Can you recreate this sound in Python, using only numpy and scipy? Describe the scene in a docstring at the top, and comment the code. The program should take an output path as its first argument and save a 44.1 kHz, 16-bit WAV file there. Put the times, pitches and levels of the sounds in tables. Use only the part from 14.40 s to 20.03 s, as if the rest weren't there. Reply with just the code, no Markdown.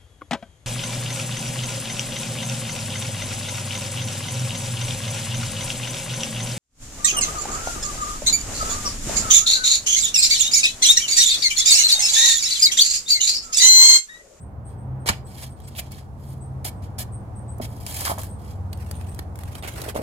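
"""Spade in wet clay, open garden

Close to the two microphone ports, a steel spade is stabbed into wet, gritty clay, lifts a clod,
is set down again, trodden in and levered back through roots. Random grit clicks excite the blade's modes,
filtered grains and damped sines make the clods crumble and knock, noise bursts make the rootlets snap.
Far off, two engines hum as sine tones over shaped noise, and a small bird chirps in gliding sines near 8 kHz."""
import sys
import numpy as np
from scipy import signal
from scipy.fft import rfft, irfft, next_fast_len
from scipy.io import wavfile

SR = 44100
rng = np.random.default_rng(int(sys.argv[2]) if len(sys.argv) > 2 else 0)


def dump(signal):
    """Clip the signal to [-1, 1] and save it as 16-bit WAV at the path in sys.argv[1]."""
    limited = np.clip(np.atleast_2d(signal).T, -1, 1)
    pcm = np.round(limited * 32767).astype(np.int16)
    wavfile.write(sys.argv[1], SR, pcm)


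N = 248233
TIME = np.arange(N) / SR
SIZE = 2 * next_fast_len(N // 2 + SR // 2)  # padded length for filtering
FREQS = np.maximum(np.fft.rfftfreq(SIZE, 1 / SR), 1)
CUTOFF_HZ = 16200  # top of the microphone's range

# Levels in the tables are relative: each source has its own trims, and the microphone colours the sum.

# soil sliding over the blade:
# (time [s], length [s], final level [dB], swell [dB], treble lift [dB])
SOIL_SLIDES = [(.25, 0.082, -64.5, 5, -1), (.70, 0.016, -40, -5.5, -11.5), (.85, 0.19, -41.5, 17.5, -1.5),
               (1.15, 0.32, -54, 7, -9), (1.505, 0.077, -48, 2, -7), (1.77, .16, -56, 11.5, 3),
               (2.418, .03, -53.5, 4, -6), (3.23, 0.33, -49.5, 11, 3.5), (3.46, .24, -34, 9, 3.5),
               (3.78, 0.091, -54.5, -12.5, 5), (3.98, 0.13, -52, 11.5, -0.5)]
# quick cuts of the blade's edge:
# (time [s], length [s], final level [dB], swell [dB], treble lift [dB])
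EDGE_CUTS = [(.657, 0.024, -21.5, 15, -12), (.687, 0.0075, -13.5, 0.5, -12), (1.272, 0.015, -47, 8, 4),
             (1.345, 0.053, -32.5, 30, 6.5), (2.243, 0.05, -41, -10.5, 3), (2.582, 0.048, -39.5, -8, 2.5),
             (3.212, 0.043, -38.5, 3, -3), (3.4645, .003, -31.5, -9, -1), (3.602, 0.0067, -31.5, 14, 7),
             (3.648, .03, -32.5, -7, -4)]
# ringing of the blade, damped by the soil: (frequency [Hz], width [Hz], level [dB])
BLADE_MODES = [(1760, 95, 0), (2305, 130, -2), (2820, 18, -10.5), (3160, 52, 2), (3350, 94, 5),
               (3770, 81.5, -6.5), (4220, 430, 1), (4820, 84, 7), (5100, 150, 2.5), (5980, 31, -13),
               (6700, 21, -13.5), (7370, 66, -22), (12300, 82, -15.5)]
# colour of grit on steel: (frequency [Hz], level [dB])
GRIT_COLOUR = [(200, -21.5), (700, 8), (1400, -5), (2200, -1), (3500, -4), (5600, -4), (7500, 1.5),
               (10000, 1), (13000, 1), (16000, -11.5)]


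def blade_scrape(ring_db=1.5, slide_t60=0.19, cut_t60=0.038, treble_hz=8000, treble_db=0.5,
                 slide_db=-1.5, cut_db=-2.0, pebble_db=-5.5):
    """Grit cracks against the steel: heard directly and through the blade's modes, with a treble of its own."""
    slide, slide_treble = pushes(SOIL_SLIDES, slide_t60)
    cut, cut_treble = pushes(EDGE_CUTS, cut_t60)
    coarse = from_db(pebble_db) * pebbles()

    slide_grit = grains(per_s=4000, spread_db=4.5, clump_db=4.5, clump_hz=71)
    sliding = from_db(slide_db) * shifting(slide_grit + coarse, depth=0.12, rate_hz=28)
    # a fast edge meets more grit
    cut_grit = grains(per_s=18000, spread_db=1.5, clump_db=1.5, clump_hz=200)
    cutting = from_db(cut_db) * shifting(cut_grit + coarse, depth=.25, rate_hz=51)

    body = sliding * slide + cutting * cut
    treble = sliding * slide_treble + cutting * cut_treble

    modes = sum(from_db(db + ring_db) / (1 + 2j * (FREQS - hz) / width) for hz, width, db in BLADE_MODES)
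    steel = unit_band(causal(GRIT_COLOUR) * (1 + modes))
    high = 1 / (1 + (treble_hz / FREQS) ** 4)
    return through(body, steel * (1 - high)) + from_db(treble_db) * through(treble, steel * high)


def pushes(rows, t60):
    """Summed envelopes of a table of strokes: for the body of the sound, and for its treble."""
    body_power = treble_power = 0
    for s, length, db, swell_db, lift_db in rows:
        power = stroke(s, length, db, swell_db, t60) ** 2
        body_power = body_power + power
        treble_power = treble_power + power * from_db(lift_db) ** 2
    return np.sqrt(body_power), np.sqrt(treble_power)


def stroke(start, length, db, swell_db, t60, bite_share=0.14):
    """Envelope of one push: a quick bite, a steady swell or easing to its final level, a release."""
    envelope = np.zeros(N)
    sounding = slice(int(start * SR) + 1, int((start + length + 2 * t60) * SR))
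    age = TIME[sounding] - start
    swell = swell_db * np.maximum(1 - age / length, 0)
    release = 60 * np.maximum(age - length, 0) / t60
    bite = np.minimum(age / (bite_share * length), 1)
    envelope[sounding] = bite * from_db(db - swell - release)
    return envelope


def grains(per_s, spread_db, clump_db, clump_hz, ground_db=6.0, ground_s=0.0045):
    """Random tiny stick-slip fractures in clumps, plus a scatter off rough ground unlike at each port."""
    clumps = from_db(clump_db * np.clip(drift(clump_hz), -1.5, 1.5))
    clicks = random_clicks(per_s, spread_db) * clumps
    # the scatter is noise that follows the recent power of the clicks
    keep = np.exp(-1 / (ground_s * SR))
    recent_power = signal.lfilter([1 - keep], [1, -keep], clicks ** 2 + 1e-18)
    scattered = np.sqrt(recent_power) * rng.standard_normal((2, N))
    return rms_one(off_centre(clicks) + from_db(ground_db) * scattered)


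def pebbles(per_s=110, cycles=3, spread_db=1.5, count=14):
    """Coarse grains tick at random, each size class as a short resonance at its own pitch; unit power."""
    out = 0
    for hz in np.geomspace(1600, 14000, count):
        radius, angle = np.exp(-hz / (cycles * SR)), 2 * np.pi * hz / SR
        resonance = [1, -2 * radius * np.cos(angle), radius * radius]
        ticks = random_clicks(per_s, spread_db) + 1e-18
        out = out + signal.lfilter([np.sin(angle) * hz / SR], resonance, ticks)
    return off_centre(rms_one(out))


def random_clicks(per_s, spread_db):
    """Single-sample clicks of random moment, size and sign."""
    sizes = from_db(spread_db * np.minimum(rng.exponential(1, N), 3)) * rng.choice([-1, 1], N)
    return (rng.random(N) < per_s / SR) * sizes


def shifting(x, depth, rate_hz, count=4):
    """The colour wanders as the contact moves: very short reflections fade in and out at random."""
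    lags = (rng.uniform(.0002, .002, count) * SR).astype(int)
    reflections = sum(drift(rate_hz) * np.roll(x, lag, axis=-1) for lag in lags)
    return rms_one(x + depth * reflections)


# pulls on the handle that lever the spade back through the roots:
# (time [s], length [s], final crackle level [dB], swell [dB])
ROOT_PULLS = [(4.328, 0.5, -60.5, -3), (4.955, 0.24, -51.5, 10.5), (5.225, 0.071, -42.5, 1),
              (5.311, .19, -41, 9), (5.544, 0.067, -46.5, -8)]
# the thicker rootlets snapping: (time [s], level [dB], body level [dB], pitch [Hz])
ROOTLET_SNAPS = [(1.202, -43, 1, 3330), (1.519, -30.5, -5, 4400), (3.1832, -40.5, -6, 1717),
                 (3.7836, -26, 0, 6700), (3.8336, -26.5, -0.5, 1690), (4.3302, -29.5, 4, 4516),
                 (4.512, -24.5, 0, 4700), (4.612, -41.5, 6.5, 1680), (4.7463, -35, -12, 3300),
                 (4.791, -27, 5.5, 1820), (4.9562, -36.5, 1.5, 2190), (4.9892, -33.5, 1.5, 2180),
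                 (5.035, -33.5, 2.5, 1870), (5.153, -33, 6, 3150), (5.2252, -35, 4, 3600),
                 (5.417, -24, -28, 6400), (5.4886, -27, 4, 3250)]
# colour of tearing fibres: (frequency [Hz], level [dB])
TEAR_COLOUR = [(200, -6), (700, 6), (1500, 3), (2500, 2), (4200, -3), (6000, -4.5), (9000, -2),
               (12000, -2.5), (16000, -13)]
# colour of the crack of a snap: (frequency [Hz], level [dB])
CRACK_COLOUR = [(1500, -21), (4000, 1.5), (7000, -1), (12000, 3), (16000, -6.5)]
# colour of the body of a snap: (frequency [Hz], level [dB])
BODY_COLOUR = [(200, 8), (1200, 4), (2500, -2), (4200, 5), (7000, -6.5), (16000, -62.5)]


def roots(tear_db=0.5, snap_db=-4.0, twang_db=-7.5, pull_t60=0.1):
    """Fibres tear in a lumpy crackle; rootlets part with a snap, each with its own body and a brief pitch."""
    pull = sum(stroke(s, length, db + tear_db, swell_db, pull_t60) for s, length, db, swell_db in ROOT_PULLS)
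    fibres = grains(per_s=3500, spread_db=6, clump_db=4.5, clump_hz=80)
    tear = pull * shifting(fibres, depth=0.26, rate_hz=18)

    splinters = grains(per_s=20000, spread_db=1, clump_db=0, clump_hz=400)
    crack = body = twang = 0
    for s, db, body_db, hz in ROOTLET_SNAPS + fine_snaps():
        parting = from_db(db + snap_db) * snap(s)
        crack = crack + parting
        body = body + from_db(body_db) * parting
        twang = twang + from_db(db + body_db + twang_db) * swing(s, hz, 0.019)

    tearing = through(tear, unit_band(causal(TEAR_COLOUR)))
    cracking = through(splinters * crack, causal(CRACK_COLOUR))
    thickness = through(splinters * body, causal(BODY_COLOUR))
    return tearing + cracking + thickness + off_centre(twang)


def fine_snaps(per_pull=3, level_db=-46.5, spread_db=7, body_db=-10, centre_hz=2320):
    """Thin rootlets part at random moments of each pull; rows like those of the thicker ones."""
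    rows = []
    for s, length, _, _ in ROOT_PULLS:
        for when, size, pitch in rng.random(size=(per_pull, 3)):
            db = level_db + spread_db * (2 * size - 1)
            hz = centre_hz * 2 ** (pitch - .5)  # within half an octave either way
            rows.append((s + length * when, db, body_db, hz))
    return rows


def snap(start, build_s=0.0014, hold_s=0.0012, t60=0.025):
    """Envelope of a parting rootlet: the first fibres give, the rest follow at once, and the sound dies."""
    envelope = burst(start - build_s, build_s + hold_s, t60)
    building = slice(int((start - build_s) * SR), int(start * SR))
    envelope[building] *= (1 - (start - TIME[building]) / build_s) ** 2
    return envelope


# clay crumbling, low where it is packed and high where it is loose:
# (time [s], level [dB], length [s], pitch [Hz])
CLAY_CRUNCHES = [(0.688, -20, 0.012, 1500), (0.704, -46, 0.036, 2200), (1.351, -45.5, 0.039, 2900),
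                 (1.383, -41, 0.016, 2450), (2.256, -61, 0.044, 2750), (3.601, -37, 0.035, 810),
                 (3.663, -29.5, 0.017, 1110), (3.69, -29.5, 0.041, 766), (3.778, -37, .025, 780),
                 (5.223, -39, 0.035, 516), (5.231, -41, 0.063, 2010), (5.338, -44.5, 0.092, 428),
                 (5.417, -37.5, 0.079, 476), (5.543, -31.5, 0.07, 460)]
# dull blows of blade, boot and clods: (time [s], level [dB], pitch [Hz], fall by 60 dB [s])
DULL_BLOWS = [(.661, -14, 504, 0.0067), (.689, -12, 1124, 0.015), (.694, -17.5, 209, 0.061),
              (0.696, -14, 78.6, 0.079), (3.200, -20, 644, 0.029), (3.204, -24.5, 241, 0.088),
              (3.698, -16, 826, 0.031), (3.716, -13.5, 730, 0.025), (5.554, -17, 517, 0.02),
              (5.561, -14, 593, 0.02), (5.577, -18.5, 620, 0.017), (5.592, -22.5, 264, 0.031)]


def clay(crunch_db=0.0, thud_db=0.0, crumble=0.33, spread=1.434):
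    """Wet lumps crumble in soft grains around one pitch; each blow is a short, rough, heavily damped swing."""
    crumbs = grains(per_s=2700, spread_db=0.5, clump_db=6.0, clump_hz=90.2, ground_db=-3.5)
    crunching = 0
    for s, db, length, hz in CLAY_CRUNCHES:
        low, high = hz / spread, min(hz * spread, CUTOFF_HZ)
        lump = signal.butter(2, [low, high], "band", fs=SR, output="sos")
        # a narrow band passes less power, so it is raised
        gain = from_db(db + crunch_db) * np.sqrt(SR / 2 / (high - low))
        crunching = crunching + signal.sosfilt(lump, crumbs * (gain * burst(s, length, 0.041) + 1e-12))
    blows = sum(from_db(db + thud_db) * swing(s, hz, t60) for s, db, hz, t60 in DULL_BLOWS)
    return crunching + off_centre(blows * (1 + crumble * drift(900)))


def swing(start, hz, t60):
    """A damped sine set off by a blow."""
    out = burst(start, 0, t60)
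    sounding = out > 0
    out[sounding] *= np.sin(2 * np.pi * hz * (start - TIME[sounding]))
    return out


def burst(start, length, t60):
    """Envelope that holds for a moment and dies away."""
    envelope = np.zeros(N)
    sounding = slice(int(start * SR), int((start + length + 2 * t60) * SR))
    envelope[sounding] = from_db(-60 * np.maximum(TIME[sounding] - start - length, 0) / t60)
    return envelope


def off_centre(x, lag=13):
    """The spade works to one side, so the left port hears it a little later (lag in samples)."""
    return np.array([np.pad(x, (lag, 0))[:N], x])


# bird calls: (time [s], level [dB], pitch at the bottom of the dip [Hz])
BIRD_CALLS = [(-.02, -48.5, 7600), (0.244, -49.5, 8280), (.37, -59.5, 8100), (0.591, -59, 8450),
              (0.841, -52, 7970), (1.091, -53, 8400), (1.226, -53.5, 7970), (1.865, -55, 8640),
              (2.0, -49, 8094), (2.35, -62, 8280), (2.715, -45, 8287), (2.949, -47.5, 8270),
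              (3.075, -45, 7930), (3.885, -46, 8160), (4.308, -56, 8404), (4.449, -59, 8300),
              (4.54, -47.5, 8740), (4.67, -47.5, 8200), (5.019, -62, 8350), (5.165, -53, 8140)]


def bird(start_hz=8800, fall_s=0.011, rise_s=0.045, overshoot=0.72, warble_hz=70,
         direct_db=-7.5, leaves_db=6.0, pan_db=1.0):
    """Thin V-shaped whistles, smeared by the foliage; the deeper the dip, the higher the call ends."""
    pitch, level = np.full(N, float(start_hz)), np.zeros(N)
    for s, db, bottom_hz in BIRD_CALLS:
        turns = [s, s + fall_s, s + fall_s + rise_s]
        end_hz = start_hz + overshoot * (start_hz - bottom_hz)
        glide = np.interp(TIME, turns, [start_hz, bottom_hz, end_hz])
        pitch = np.where(TIME >= s, glide, pitch)
        level += from_db(db) * np.interp(TIME, turns, [0, 1, 0])
    song = level * np.sin(2 * np.pi * np.cumsum(pitch + warble_hz * drift(300)) / SR)
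    smeared = scatter(song, t60=0.2, delay=0.0018, dull_hz=14970)
    return (from_db(direct_db) * song + from_db(leaves_db) * smeared) * from_db([[pan_db], [-pan_db]])


# first far engine, its speed: (time [s], speed [cycles per s])
FIRST_ENGINE_SPEED = [(0, 19.1), (.5, 19.1), (.9, 18.3), (1.7, 18.45), (2.7, 20), (3.4, 20.15),
                      (4.5, 18.15), (5.63, 17.45)]
# its loudness: (time [s], level [dB])
FIRST_ENGINE_LEVEL = [(0, -47.5), (.5, -38.5), (.9, -47), (1.7, -44), (2.4, -39), (3.3, -40.5), (4.3, -35),
                      (4.8, -36), (5.63, -42.5)]
# its strongest orders: (multiple of the speed [1], level [dB])
FIRST_ENGINE_ORDERS = [(4, -1.5), (5, -0.5), (10, -14)]
# second far engine: (time [s], firing frequency [Hz], level [dB])
SECOND_ENGINE = [(0, 116.6, -46), (.25, 117.8, -41), (.55, 131, -31.5), (.75, 130.1, -41.5),
                 (1.7, 132.5, -45.5), (1.9, 134.1, -37), (2.15, 131.5, -36), (2.45, 119, -43.5),
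                 (3.3, 115.8, -33.5), (3.55, 114.1, -51.5), (5.63, 114, -44)]


def engines(waver_db=1.5, hum_db=0.0):
    """Far off, only low orders carry: three sines share one engine's speed and level, one is the other's."""
    speed_hz, = in_time(FIRST_ENGINE_SPEED)
    engine_db, = in_time(FIRST_ENGINE_LEVEL)
    tones = [(order * speed_hz, engine_db + db) for order, db in FIRST_ENGINE_ORDERS]
    tones.append(in_time(SECOND_ENGINE))
    hum = 0
    for hz, db in tones:
        gain = from_db(db + hum_db + waver_db * drift(5))  # each tone wavers by itself
        turns = np.cumsum(hz) / SR + rng.random()
        hum = hum + gain * np.sin(2 * np.pi * turns)
    return np.sqrt(2) * hum


# rush of the far engines: (time [s], level [dB])
ENGINE_RUSH = [(0, -49), (.6, -44), (1.0, -48), (1.7, -49), (2.3, -44.5), (5.0, -45), (5.63, -48)]
# hiss of the leaves: (time [s], level [dB])
LEAF_HISS = [(0, -83), (.6, -85), (.9, -73.5), (1.7, -70), (2.8, -70.5), (3.9, -66.5), (5.63, -70)]
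# colour of the rumble: (frequency [Hz], level [dB])
RUMBLE_COLOUR = [(15, -29.5), (30, -15), (45, -4.5), (62, 4), (90, -2), (130, 1.5), (160, -6), (210, -5.5),
                 (300, -25), (600, -55)]
# colour of the rush, dulled by distance: (frequency [Hz], level [dB])
RUSH_COLOUR = [(120, -9.5), (200, 3), (260, -0.5), (390, -7), (600, -9), (780, -7), (1200, -16),
               (2000, -29.5), (3200, -42), (5000, -59), (16000, -79.5)]
# colour of the leaves: (frequency [Hz], level [dB])
LEAF_COLOUR = [(1000, -18), (3500, 3.5), (6000, 4.5), (8500, 4), (11500, 3.5), (13000, -7), (16000, -23)]


def far_noise(rumble_db=-39.0, rumble_follows=.6, rush_low_hz=230):
    """Rumble and rush of the engines swell together, dulled by distance; the leaves hiss faintly."""
    rush_db, = in_time(ENGINE_RUSH)
    hiss_db, = in_time(LEAF_HISS)
    swell_db = rumble_follows * (rush_db - rush_db.mean())
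    rumble = from_db(rumble_db + swell_db) * wide_noise(from_db(over_hz(RUMBLE_COLOUR)))
    rush_response = from_db(over_hz(RUSH_COLOUR)) / (1 + (rush_low_hz / FREQS) ** 4)
    rush = from_db(rush_db) * wide_noise(rush_response)
    hiss = from_db(hiss_db) * wide_noise(from_db(over_hz(LEAF_COLOUR)))
    return rumble + rush + hiss


# steady air at the two ports: (frequency [Hz], left-right likeness [-1 to 1])
PORT_LIKENESS = [(60, 0.62), (200, 0.96), (400, 0.66), (700, 0.54), (1300, -0.2), (3000, 0), (16000, 0)]


def wide_noise(response):
    """Stereo noise of unit power, largely alike in the bass and unrelated in the high treble."""
    alike = np.clip(over_hz(PORT_LIKENESS), -1, 1)
    shares = np.sqrt([1 + alike, 1 - alike])
    mid, side = through(rng.standard_normal((2, SIZE)), response * shares)
    return rms_one(np.array([mid + side, mid - side]))


def scatter(x, t60, delay, dull_hz):
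    """Diffuse reflections, different at each microphone port; unit energy below the dulling."""
    echoes = rng.standard_normal((2, N)) * burst(delay, 0, t60)
    echoes /= np.sqrt(np.sum(echoes ** 2, axis=1, keepdims=True))
    return through(x, rfft(echoes, SIZE) / (1 + 1j * FREQS / dull_hz))


def drift(rate):
    """Slow chance with a spread of one, wandering below a rate in Hz."""
    return rms_one(through(rng.standard_normal(SIZE), 1 / (1 + (FREQS / rate) ** 4)))


def from_db(db):
    """Decibels to gain."""
    return 10 ** (np.asarray(db) / 20)


def rms_one(x):
    """Scale to unit power."""
    return x / np.sqrt(np.mean(x ** 2) + 1e-20)


def in_time(rows):
    """One curve over time for each column after the first."""
    s, *columns = np.transpose(rows)
    return [np.interp(TIME, s, column) for column in columns]


def over_hz(points):
    """Join points on a log-frequency axis."""
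    hz, value = np.transpose(points)
    return np.interp(np.log(FREQS), np.log(hz), value)


def causal(points):
    """Minimum-phase response of a spectrum: nothing sounds before its cause."""
    cepstrum = irfft(np.log(from_db(over_hz(points))))
    cepstrum[1:SIZE // 2] *= 2
    cepstrum[SIZE // 2 + 1:] = 0
    return np.exp(rfft(cepstrum))


def through(x, response):
    """Pass a sound through a frequency response."""
    return irfft(rfft(x, SIZE) * response)[..., :N]


def unit_band(response, low_hz=2000, high_hz=7200):
    """Scale a response by its RMS gain inside a band, averaged over the whole spectrum."""
    inside = (FREQS > low_hz) & (FREQS < high_hz)
    return response / np.sqrt(np.mean(np.abs(response * inside) ** 2))


def scene(garden_db=-14.5):
    """The spade is close by and the garden returns a faint tail; bird and engines are further off."""
    spade = blade_scrape() + roots() + clay()
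    garden = scatter(spade[1], t60=0.24, delay=0.0056, dull_hz=5500)
    return spade + from_db(garden_db) * garden + bird() + engines() + far_noise()


# colour of the two microphone ports: (frequency [Hz], left minus right [dB])
PORT_BALANCE = [(60, 0.5), (200, 0.5), (700, -3), (1300, -3.5), (2500, -5), (4500, -3), (8000, 1),
                (15000, -2.5)]


def record(dry):
    """The two ports differ in colour; deep bass is shed, the hardest peaks are rounded, the top is cut."""
    half_each = np.array([[.5], [-.5]])
    ports = through(dry, from_db(over_hz(PORT_BALANCE) * half_each))
    ports = signal.sosfilt(signal.butter(2, 24, "high", fs=SR, output="sos"), ports)
    ports = .75 * np.tanh(ports / .75)
    top_cut = signal.ellip(10, .05, 60, CUTOFF_HZ, fs=SR, output="sos")
    return signal.sosfiltfilt(top_cut, ports)


dry = scene()
out = record(dry)
dump(out)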